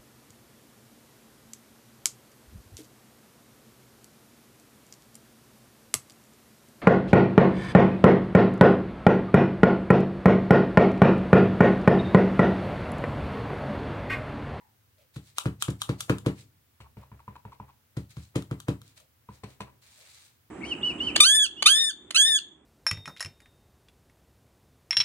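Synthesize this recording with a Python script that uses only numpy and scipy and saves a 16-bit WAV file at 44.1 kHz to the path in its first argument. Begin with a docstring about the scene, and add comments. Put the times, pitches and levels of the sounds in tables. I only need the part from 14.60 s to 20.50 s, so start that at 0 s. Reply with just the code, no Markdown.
"""Small room, wooden craft table: an acrylic stamp block is tapped on paper close to the microphone.
Each blow rings table modes under noisy contacts; the tacky stamp snaps free in sharp, coloured bursts.
After each run the block is dabbed on an ink pad whose plastic case rings; at the end a hand slides
over the paper as rubbed noise. A clock ticks faintly, a faint squeak opens, a steady noise lies below."""
import sys
import numpy as np
from scipy import signal
from scipy.fft import rfft, irfft
from scipy.io import wavfile
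from scipy.ndimage import uniform_filter1d

SR = 44100
rng = np.random.default_rng(int(sys.argv[2]) if len(sys.argv) > 2 else 0)


def to_wav(sig):
    """Store sig (one row per channel, or 1-D mono) as 16-bit WAV at the path in sys.argv[1].

    Samples outside -1..1 are clipped; the rate is SR.
    """
    pcm = np.clip(np.atleast_2d(sig), -1, 1) * 32767
    pcm = np.round(pcm).astype(np.int16)
    wavfile.write(sys.argv[1], SR, pcm.T)  # frames by channels


N = 260250
TIME_S = np.arange(SR // 2) / SR
BLOW_S = 0.02  # reference duration for blow levels
LEAD_S = 0.025  # from the start of a contact to its push

# Steady background. Each row: frequency in Hz, density in dB per Hz.
FLOOR_SPECTRUM = [(15, -76.5), (25, -31.5), (87, -3.5), (130, -9.5), (180, -22.5), (242, -16), (270, -21.5),
                  (344, -22), (624, -26), (1440, -25), (2480, -28), (8830, -33), (16000, -26.5)]
FLOOR_DB = -65
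# Room decay. Each row: frequency in Hz, t60 in seconds.
ROOM_DECAY = [(100, 0.65), (400, 0.43), (1200, 0.19), (4000, 0.2), (9000, 0.22), (16000, 0.23)]
# Stereo lean of the blows. Each row: frequency in Hz, left minus right in dB.
LEFT_LEAN = [(100, 0.5), (500, 2), (1000, 0), (2000, 2.5), (4000, 5), (8000, 3.5), (13000, -6)]

SQUEAK_HZ, SQUEAK_FALL_HZ_PER_S, SQUEAK_DB, SQUEAK_FADE_S = 930, 1500, -58.5, 0.034

# Clock case colour. Each row: frequency in Hz before pitch scaling, density in dB per Hz.
CLOCK_SPECTRUM = [(400, -23.5), (570, 7), (850, -19.5), (1700, -22), (2400, -10), (8000, -22)]
# Two clicks of each tick. Each row: delay in seconds, pitch as a multiple of the clock case's.
TICK_CLICKS = [(0, 1.06), (.027, .94)]
FIRST_TICK_S = 0.385

# Paper shifting under the block. Each row: loudest moment in seconds, level in dB, half length in seconds.
RUSTLES = [(0.553, -60.5, 0.01), (0.675, -62.5, 0.032), (1.795, -57, 0.024), (3.512, -56, 0.01),
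           (3.616, -61.5, 0.046), (4.28, -63.5, 0.034), (4.378, -56, 0.0093), (4.749, -65, 0.028),
           (4.913, -63, 0.03)]
# Skin on paper. Each row: frequency in Hz, density in dB per Hz.
RUB_SPECTRUM = [(180, -33), (300, -24), (600, -9.5), (1460, -6.5), (2300, -1.5), (3000, -5.5), (4000, 0.5),
                (5340, -5.5), (8360, -4), (16000, -22)]
DRAG_DB, DRAG_HALF_S = -15, 0.012  # sheet drag round each snap, level over the snap
SLIDE_START_S, SLIDE_FASTEST_S, SLIDE_LIFT_S = 5.212, 5.512, 5.66
SLIDE_DB, SLIDE_ATTACK_S, SLIDE_RELEASE_S = -56.5, 0.013, 0.068
SLIDE_GAIN_DB_PER_S, SLIDE_EASE_DB_PER_S = 18, 31.5

# Block on the ink pad. Each row: time in seconds, thud in dB, hardness in dB per octave, case clack in dB,
# tick in dB, case pitch in Hz.
DABS = [(2.203, -45.5, -6, -57.5, -53.5, 1066), (2.369, -41, -1, -58.5, -70, 970),
        (2.516, -43.5, -1.5, -55.5, -80, 1040), (2.678, -41.5, 1, -43.5, -66, 1053),
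        (2.851, -42, 2, -48.5, -66, 1010), (2.999, -42.5, 1.5, -44, -73, 1020),
        (4.688, -43, 2.5, -48, -65.5, 1048), (4.835, -38.5, 5.5, -52.5, -47, 1080),
        (5.004, -39, 6.5, -42.5, -42, 1077)]
# Case dropping back as the block lifts. Each row: time in seconds, level in dB, swell in seconds.
RATTLES = [(2.268, -60, 0.02), (2.438, -58, 0.011), (2.602, -58, 0.0015), (2.764, -50.5, 0.0008),
           (2.929, -52.5, 0.0039), (3.099, -58.5, 0.019), (5.079, -61, 0.001), (5.095, -61, 0.002)]
# Ink pad on the table. Each row: mode in Hz, level in dB, t60 in seconds.
PAD_MODES = [(71.1, -11.5, 0.38), (109.7, 0, 0.11), (131.6, -13.5, 0.29), (199.3, -7, 0.12),
             (277.5, -22, 0.17), (426, -16, 0.057)]
# Plastic case. Each row: mode as a multiple of the case pitch, level in dB, t60 in seconds.
CASE_MODES = [(.95, 11.5, 0.023), (1.1, -2, 0.022), (1.32, -11.5, 0.037), (2.25, -4, 0.0071)]
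# Rim of the case. Each row: frequency in Hz, density in dB per Hz.
RIM_SPECTRUM = [(500, -1), (1500, -5.5), (2550, -2.5), (3300, -9.5), (4400, -6.5), (5050, -20.5),
                (5700, -11), (6400, -20), (7800, -14.5), (16000, -34)]
CASE_DROP_HZ = 1007
# First edge to touch. The row: lead in seconds, level over the drop in dB, pitch as a multiple of the drop's.
EDGE_FIRST = (.008, -2.4, 1.134)

# Stamp snapping off the paper. Each row: time in seconds, snap in dB, release length in seconds.
SNAPS = [(0.7837, -31.5, 0.0014), (1.0236, -30.5, 0.0024), (1.103, -49.5, 0.0074), (1.218, -35, 0.0017),
         (1.4063, -35.5, 0.0053), (1.584, -51, 0.0032), (3.8234, -56.5, 0.0011), (4.002, -51, 0.0019),
         (4.217, -61, 0.00096), (4.401, -61.5, 0.0058)]
# Snap of the release. Each row: frequency in Hz, density in dB per Hz.
SNAP_SPECTRUM = [(600, -30.5), (2000, -13.5), (2700, -5), (3300, 2), (4200, 0), (5200, -4), (7500, 3),
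                 (9500, -0.5), (11000, -7), (13000, -6.5), (16000, -23)]
# Pop of the sheet. Each row: frequency in Hz, density in dB per Hz.
POP_SPECTRUM = [(150, -23), (700, -13), (950, -5), (1290, 6.5), (1600, -1.5), (2050, -17), (2650, -8),
                (3150, 3), (3800, 2), (4300, -11), (6000, -31)]
POP_DB, POP_DB_PER_S = 3.5, -1700  # over the snap, and change per second of release length

# Block on paper. Each row: time in seconds, table thump in dB, hardness in dB per octave, paper slap in dB,
# acrylic clack in dB, clack pitch in Hz.
KNOCKS = [(0.561, -34.5, -7.5, -51, -60, 1280), (.856, -21.5, -4, -46.5, -38.5, 1360),
          (1.082, -23.5, -5, -47.5, -42.5, 1250), (1.291, -22.5, -2, -43, -39.5, 1210),
          (1.4958, -18, -0.5, -37.5, -29, 1420), (1.662, -19, 0.5, -40.5, -38, 1250),
          (3.368, -27.5, -6, -49.5, -52, 1340), (3.568, -34.5, -10.5, -56.5, -59, 1230),
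          (3.756, -22, 0, -39, -43.5, 1170), (3.911, -27, -3.5, -52.5, -45, 1220),
          (4.083, -21.5, -1.5, -43, -39.5, 1310)]
# Wooden table top. Each row: mode in Hz, level in dB, t60 in seconds.
TABLE_MODES = [(74.8, -21.5, .2), (105.5, -30.5, 0.42), (120.5, -13, 0.17), (136.1, 1, 0.069),
               (158.9, -16, 0.17), (191.5, -19.5, 0.21), (272.9, -20.5, 0.19), (300.3, -15, .13),
               (320.2, -6, .056), (357.2, -25, 0.19), (432.6, -20, 0.12), (481.3, -11.5, 0.049),
               (582, -30, 0.14)]
# Dense upper modes of the table. Each row: frequency in Hz, density in dB per Hz.
WOOD_SPECTRUM = [(150, -13), (330, -1), (480, -3), (720, -7), (1150, -10), (2400, -14), (5000, -35.5),
                 (10000, -39)]
# Acrylic clack. Each row: frequency as a multiple of the clack pitch, density in dB per Hz.
CLACK_SPECTRUM = [(.25, -15), (.55, -11.5), (.78, -0.5), (1, 3.5), (1.22, -4.5), (1.499, -13.5),
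                  (1.9, -12.5), (2.699, -27), (6, -32.5)]
# Paper slap. Each row: frequency in Hz, density in dB per Hz.
SLAP_SPECTRUM = [(400, -13.5), (1500, 0), (2600, -0.5), (4000, 0.5), (5500, -7.5), (8300, -4.5),
                 (12000, -16.5), (16000, -25.5)]


def amp(db):
    """Decibels to amplitude factor."""
    return 10 ** (np.asarray(db) / 20)


def read(points, hz):
    """Straight lines on a log-frequency axis."""
    point_hz, value = np.transpose(points)
    return np.interp(np.log(hz + 1e-6), np.log(point_hz), value)


def add(mix, start_s, sound):
    """Lays a sound into the mix, cut at both ends of the mix."""
    start = round(start_s * SR)
    sound, part = sound[..., max(-start, 0):], mix[..., max(start, 0):]
    size = min(sound.shape[-1], part.shape[-1])
    part[..., :size] += sound[..., :size]


def at_level(sound, db):
    """Scales each channel so that its energy equals db held for BLOW_S."""
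    rms = np.sqrt(np.sum(sound ** 2, -1, keepdims=True) / (BLOW_S * SR))
    return amp(db) * sound / rms


def colour(x, points, unit=1, size=4096):
    """Minimum-phase filter with the given spectrum: it rings only after what excites it."""
    hz = abs(np.fft.fftfreq(size, 1 / SR))
    log_gain = np.log(amp(read(points, hz / unit)))
    spectrum = np.exp(np.conj(signal.hilbert(log_gain)))
    taps = np.fft.ifft(spectrum).real[:size // 2]
    return signal.fftconvolve(x, taps[None], axes=1)[:, :x.shape[1]]


def contact(swell_s, length_s, scatter, spread, grit_db=4):
    """A crowd of tiny contacts swells to one sharp push, LEAD_S in, and dies; partly different in each ear."""
    t = TIME_S - LEAD_S
    shared, *own = rng.standard_normal((3, len(t)))
    grit = np.repeat(rng.standard_normal(len(t) // 20 + 1), 20)[:len(t)]
    envelope = np.exp(-np.maximum(t / length_s, -t / swell_s))
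    crowd = (shared + spread * np.array(own)) * amp(grit_db * grit) * envelope
    crowd *= scatter / np.linalg.norm(crowd[0])  # against a push of 1
    crowd[:, round(LEAD_S * SR)] += 1
    return crowd


def ring(modes, hardness_db, rise_cycles, unit=1):
    """Dying modes that swell over their first cycles, the high ones first; a hard blow favours the high ones."""
    hz, db, t60_s = np.transpose(modes)[:, :, None]
    level = amp(db + hardness_db * np.log2(hz / hz[0]) + rng.normal(0, 1.0, hz.shape))
    turns = unit * hz * TIME_S
    rise = 1 - np.exp(-turns / rise_cycles)
    decay = np.exp(-np.log(1000) * TIME_S / t60_s)
    return (level * rise * decay * np.sin(2 * np.pi * turns)).sum(0)


def noise(points, bass_hz=250):
    """Steady stereo noise of rms 1, alike in both ears only in the bass."""
    hz = np.fft.rfftfreq(N, 1 / SR)
    left, other = rfft(rng.standard_normal((2, N)))
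    same = 1 / (1 + (hz / bass_hz) ** 2)
    right = same * left + np.sqrt(1 - same ** 2) * other
    x = irfft(np.array([left, right]) * amp(read(points, hz)), N)
    return x / x.std()


def room(x, first_s=0.0089, build_s=0.0037):
    """Sparse reflections from the walls, each band dying at its own speed."""
    taps = rng.standard_normal((2, len(TIME_S))) * (rng.random((2, len(TIME_S))) < 0.12)
    taps *= 1 - np.exp(-np.maximum(TIME_S - first_s, 0) / build_s)
    hz, t, bands = signal.stft(taps, SR, nperseg=256)
    decay = np.exp(-np.log(1000) * t / read(ROOM_DECAY, hz)[:, None])
    tail = signal.istft(bands * decay, SR)[1]
    return signal.fftconvolve(x, tail / np.linalg.norm(tail[0]), axes=1)[:, :N]


def squeak(octave_db=-7, waver=0.071):
    """A falling, wavering tone and its octave, heard only by way of the walls."""
    jitter = uniform_filter1d(rng.standard_normal(len(TIME_S)), size=150)
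    hz = (SQUEAK_HZ - SQUEAK_FALL_HZ_PER_S * TIME_S) * (1 + waver * jitter / jitter.std())
    turns = np.cumsum(hz) / SR
    tone = np.sin(2 * np.pi * turns) + amp(octave_db) * np.sin(4 * np.pi * turns)
    out = np.zeros((2, N))
    add(out, 0, at_level(tone * np.exp(-TIME_S / SQUEAK_FADE_S), SQUEAK_DB))
    # half of LEAD_S earlier; what passes the start wraps to the end
    return np.roll(room(out), -round(LEAD_S * SR) // 2, axis=1)


def clock(db=-64):
    """Two soft swelling contacts, coloured by the clock case, make a faint double tick every second."""
    out = np.zeros((2, N))
    for tick_s in np.arange(FIRST_TICK_S, N / SR, 1):
        for delay_s, pitch in TICK_CLICKS:
            push = contact(swell_s=0.0073, length_s=0.033, scatter=8.8, spread=0.93)
            click = colour(push, CLOCK_SPECTRUM, unit=pitch)
            add(out, tick_s + delay_s - LEAD_S, at_level(click, db))
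    return out


def stroke(t):
    """Strength of the hand's slide: a brisk start, a slow swell and ebb, a quick release."""
    attack = np.clip((t - SLIDE_START_S) / SLIDE_ATTACK_S, 0, 1)
    gain_db = SLIDE_GAIN_DB_PER_S * (SLIDE_FASTEST_S - t)
    ease_db = SLIDE_EASE_DB_PER_S * (t - SLIDE_FASTEST_S)
    release = np.exp(-np.maximum(t - SLIDE_LIFT_S, 0) / SLIDE_RELEASE_S)
    return attack * amp(SLIDE_DB - np.maximum(gain_db, ease_db)) * release


def paper(grain_db=2.5, pressure_db=1.4, split_hz=3200):
    """Friction noise for rustles, snap drags and the hand; low scrape and high hiss catch and slip apart."""
    t = np.arange(N) / SR
    drags = [(s, snap_db + DRAG_DB, DRAG_HALF_S) for s, snap_db, _ in SNAPS]
    strength = stroke(t)
    for middle_s, db, half_s in list(RUSTLES) + drags:
        strength = strength + amp(db) * np.exp(-((t - middle_s) / half_s) ** 2 / 2)
    rub, out = noise(RUB_SPECTRUM), np.zeros((2, N))
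    scrape = signal.sosfiltfilt(signal.butter(4, split_hz, fs=SR, output="sos"), rub)
    for band in (scrape, rub - scrape):
        fibres = uniform_filter1d(rng.standard_normal(N), size=90)
        pressure = uniform_filter1d(rng.standard_normal(N), size=1100)
        out += band * amp(grain_db * fibres / fibres.std() + pressure_db * pressure / pressure.std())
    return out * strength


def case_ring(push, hz):
    """The hollow plastic case answers whatever touches it."""
    modes = ring(CASE_MODES, 0, rise_cycles=1.24, unit=hz)
    return signal.fftconvolve(push, modes[None], axes=1)


def dabs(wood_db=-13, scrape_db=-8):
    """The soft pad cushions the blow; its plastic case clacks and drops back edge first as the block lifts."""
    low, high = np.zeros((2, 2, N))
    for s, thud_db, hardness_db, case_db, tick_db, case_hz in DABS:
        add(low, s, at_level(ring(PAD_MODES, hardness_db, rise_cycles=0.67), thud_db))
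        push = contact(swell_s=0.0008, length_s=0.004, scatter=0.45, spread=0.6)
        add(high, s + 0.00089 - LEAD_S, at_level(case_ring(push, case_hz), case_db))
        # block edge grazes the case rim
        graze = colour(contact(swell_s=0.0012, length_s=0.015, scatter=3.6, spread=0.94), RIM_SPECTRUM)
        add(high, s + 0.00204 - LEAD_S, at_level(graze, tick_db))
        wood = colour(contact(swell_s=0.0024, length_s=0.051, scatter=3.8, spread=0.91), WOOD_SPECTRUM)
        add(low, s + 0.001006 - LEAD_S, at_level(wood, thud_db + wood_db + hardness_db / 2))
    for s, db, swell_s in RATTLES:
        for early_s, touch_db, pitch in (EDGE_FIRST, (0, 0, 1)):
            push = contact(swell_s, length_s=0.002, scatter=1, spread=0.5)
            touch = case_ring(push, pitch * CASE_DROP_HZ)
            add(high, s - early_s - LEAD_S, at_level(touch, db + touch_db))
        push = contact(swell_s + 0.0078, length_s=0.016, scatter=8, spread=0.46, grit_db=7)
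        scrape = colour(push, RIM_SPECTRUM)
        add(high, s - LEAD_S, at_level(scrape, db + scrape_db))
    return low, high


def snaps(reflection_s=0.0051, reflection_db=-7, peel_db=-9):
    """The inked rubber peels and snaps free; the sheet pops flat, a nearby surface reflects the pop."""
    out = np.zeros((2, N))
    for s, snap_db, length_s in SNAPS:
        peel = colour(contact(swell_s=0.0018, length_s=0.011, scatter=10, spread=0.85), SNAP_SPECTRUM)
        add(out, s - LEAD_S, at_level(peel, snap_db + peel_db))
        snap = colour(contact(0.00025, length_s, scatter=4, spread=1, grit_db=2.5), SNAP_SPECTRUM)
        add(out, s - LEAD_S, at_level(snap, snap_db))
        # a quick release pops the sheet hardest
        pop_db = snap_db + POP_DB + POP_DB_PER_S * length_s
        # direct, then reflected, with fresh grain
        for delay_s, db in ((0, 0), (reflection_s, reflection_db)):
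            pop = colour(contact(0.00018, length_s, scatter=0.4, spread=0.5), POP_SPECTRUM)
            add(out, s + delay_s - LEAD_S, at_level(pop, pop_db + db))
    return out


def knocks(wood_db=-19, wood_per_hardness=0.44):
    """The block lands flat: the table booms, the acrylic clacks, the paper slaps."""
    low, high = np.zeros((2, 2, N))
    for s, thump_db, hardness_db, slap_db, clack_db, clack_hz in KNOCKS:
        add(low, s + 0.0015, at_level(ring(TABLE_MODES, hardness_db, rise_cycles=2.1), thump_db))
        push = contact(swell_s=0.0006, length_s=0.005, scatter=0.7, spread=0.5)
        clack = colour(push, CLACK_SPECTRUM, unit=clack_hz)
        add(high, s + 0.000967 - LEAD_S, at_level(clack, clack_db))
        slap = colour(contact(swell_s=0.0015, length_s=0.013, scatter=16.0, spread=1.0), SLAP_SPECTRUM)
        add(high, s + 0.001064 - LEAD_S, at_level(slap, slap_db))
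        # dense upper modes peak later and chatter on
        wood = colour(contact(swell_s=0.01, length_s=0.028, scatter=5.4, spread=0.3), WOOD_SPECTRUM)
        add(low, s + 0.01 - LEAD_S, at_level(wood, thump_db + wood_db + wood_per_hardness * hardness_db))
    return low, high


def from_left(x, delay_samples=8):
    """The work lies to the left: the right ear hears it a few samples later."""
    return np.array([x[0], np.pad(x[1], (delay_samples, 0))[:N]])


def scene(knock_wet_db=-7, dab_wet_db=-10, snap_wet_db=-9, boom_wet_db=-27):
    """Blows and paper in the room, over a faint steady background; the ink pad lies nearer the middle."""
    background = amp(FLOOR_DB) * noise(FLOOR_SPECTRUM)
    rub = paper()
    thud, case = dabs()
    snap = snaps()
    boom, clack = knocks()
    sent = amp(knock_wet_db) * (clack + rub) + amp(dab_wet_db) * case + amp(snap_wet_db) * snap
    boom_tail = amp(boom_wet_db) * room(boom + thud)[0]  # long waves reach both ears alike
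    direct = from_left(boom + clack + snap) + from_left(thud + case, delay_samples=5)
    blows = direct + room(sent) + boom_tail
    half_lean_db = read(LEFT_LEAN, np.fft.rfftfreq(N, 1 / SR)) / 2
    blows = irfft(rfft(blows) * amp([half_lean_db, -half_lean_db]), N)
    return blows + rub + clock() + squeak() + background


def record(dry, low_cut_hz=52, edge_hz=16300):
    """The microphone sheds deep bass; then the band limit."""
    thin = signal.sosfilt(signal.butter(2, low_cut_hz, "highpass", fs=SR, output="sos"), dry)
    edge = signal.firwin(511, edge_hz, window=("kaiser", 9), fs=SR)
    return signal.oaconvolve(thin, edge[None], "same")


dry = scene()
out = record(dry)
to_wav(out)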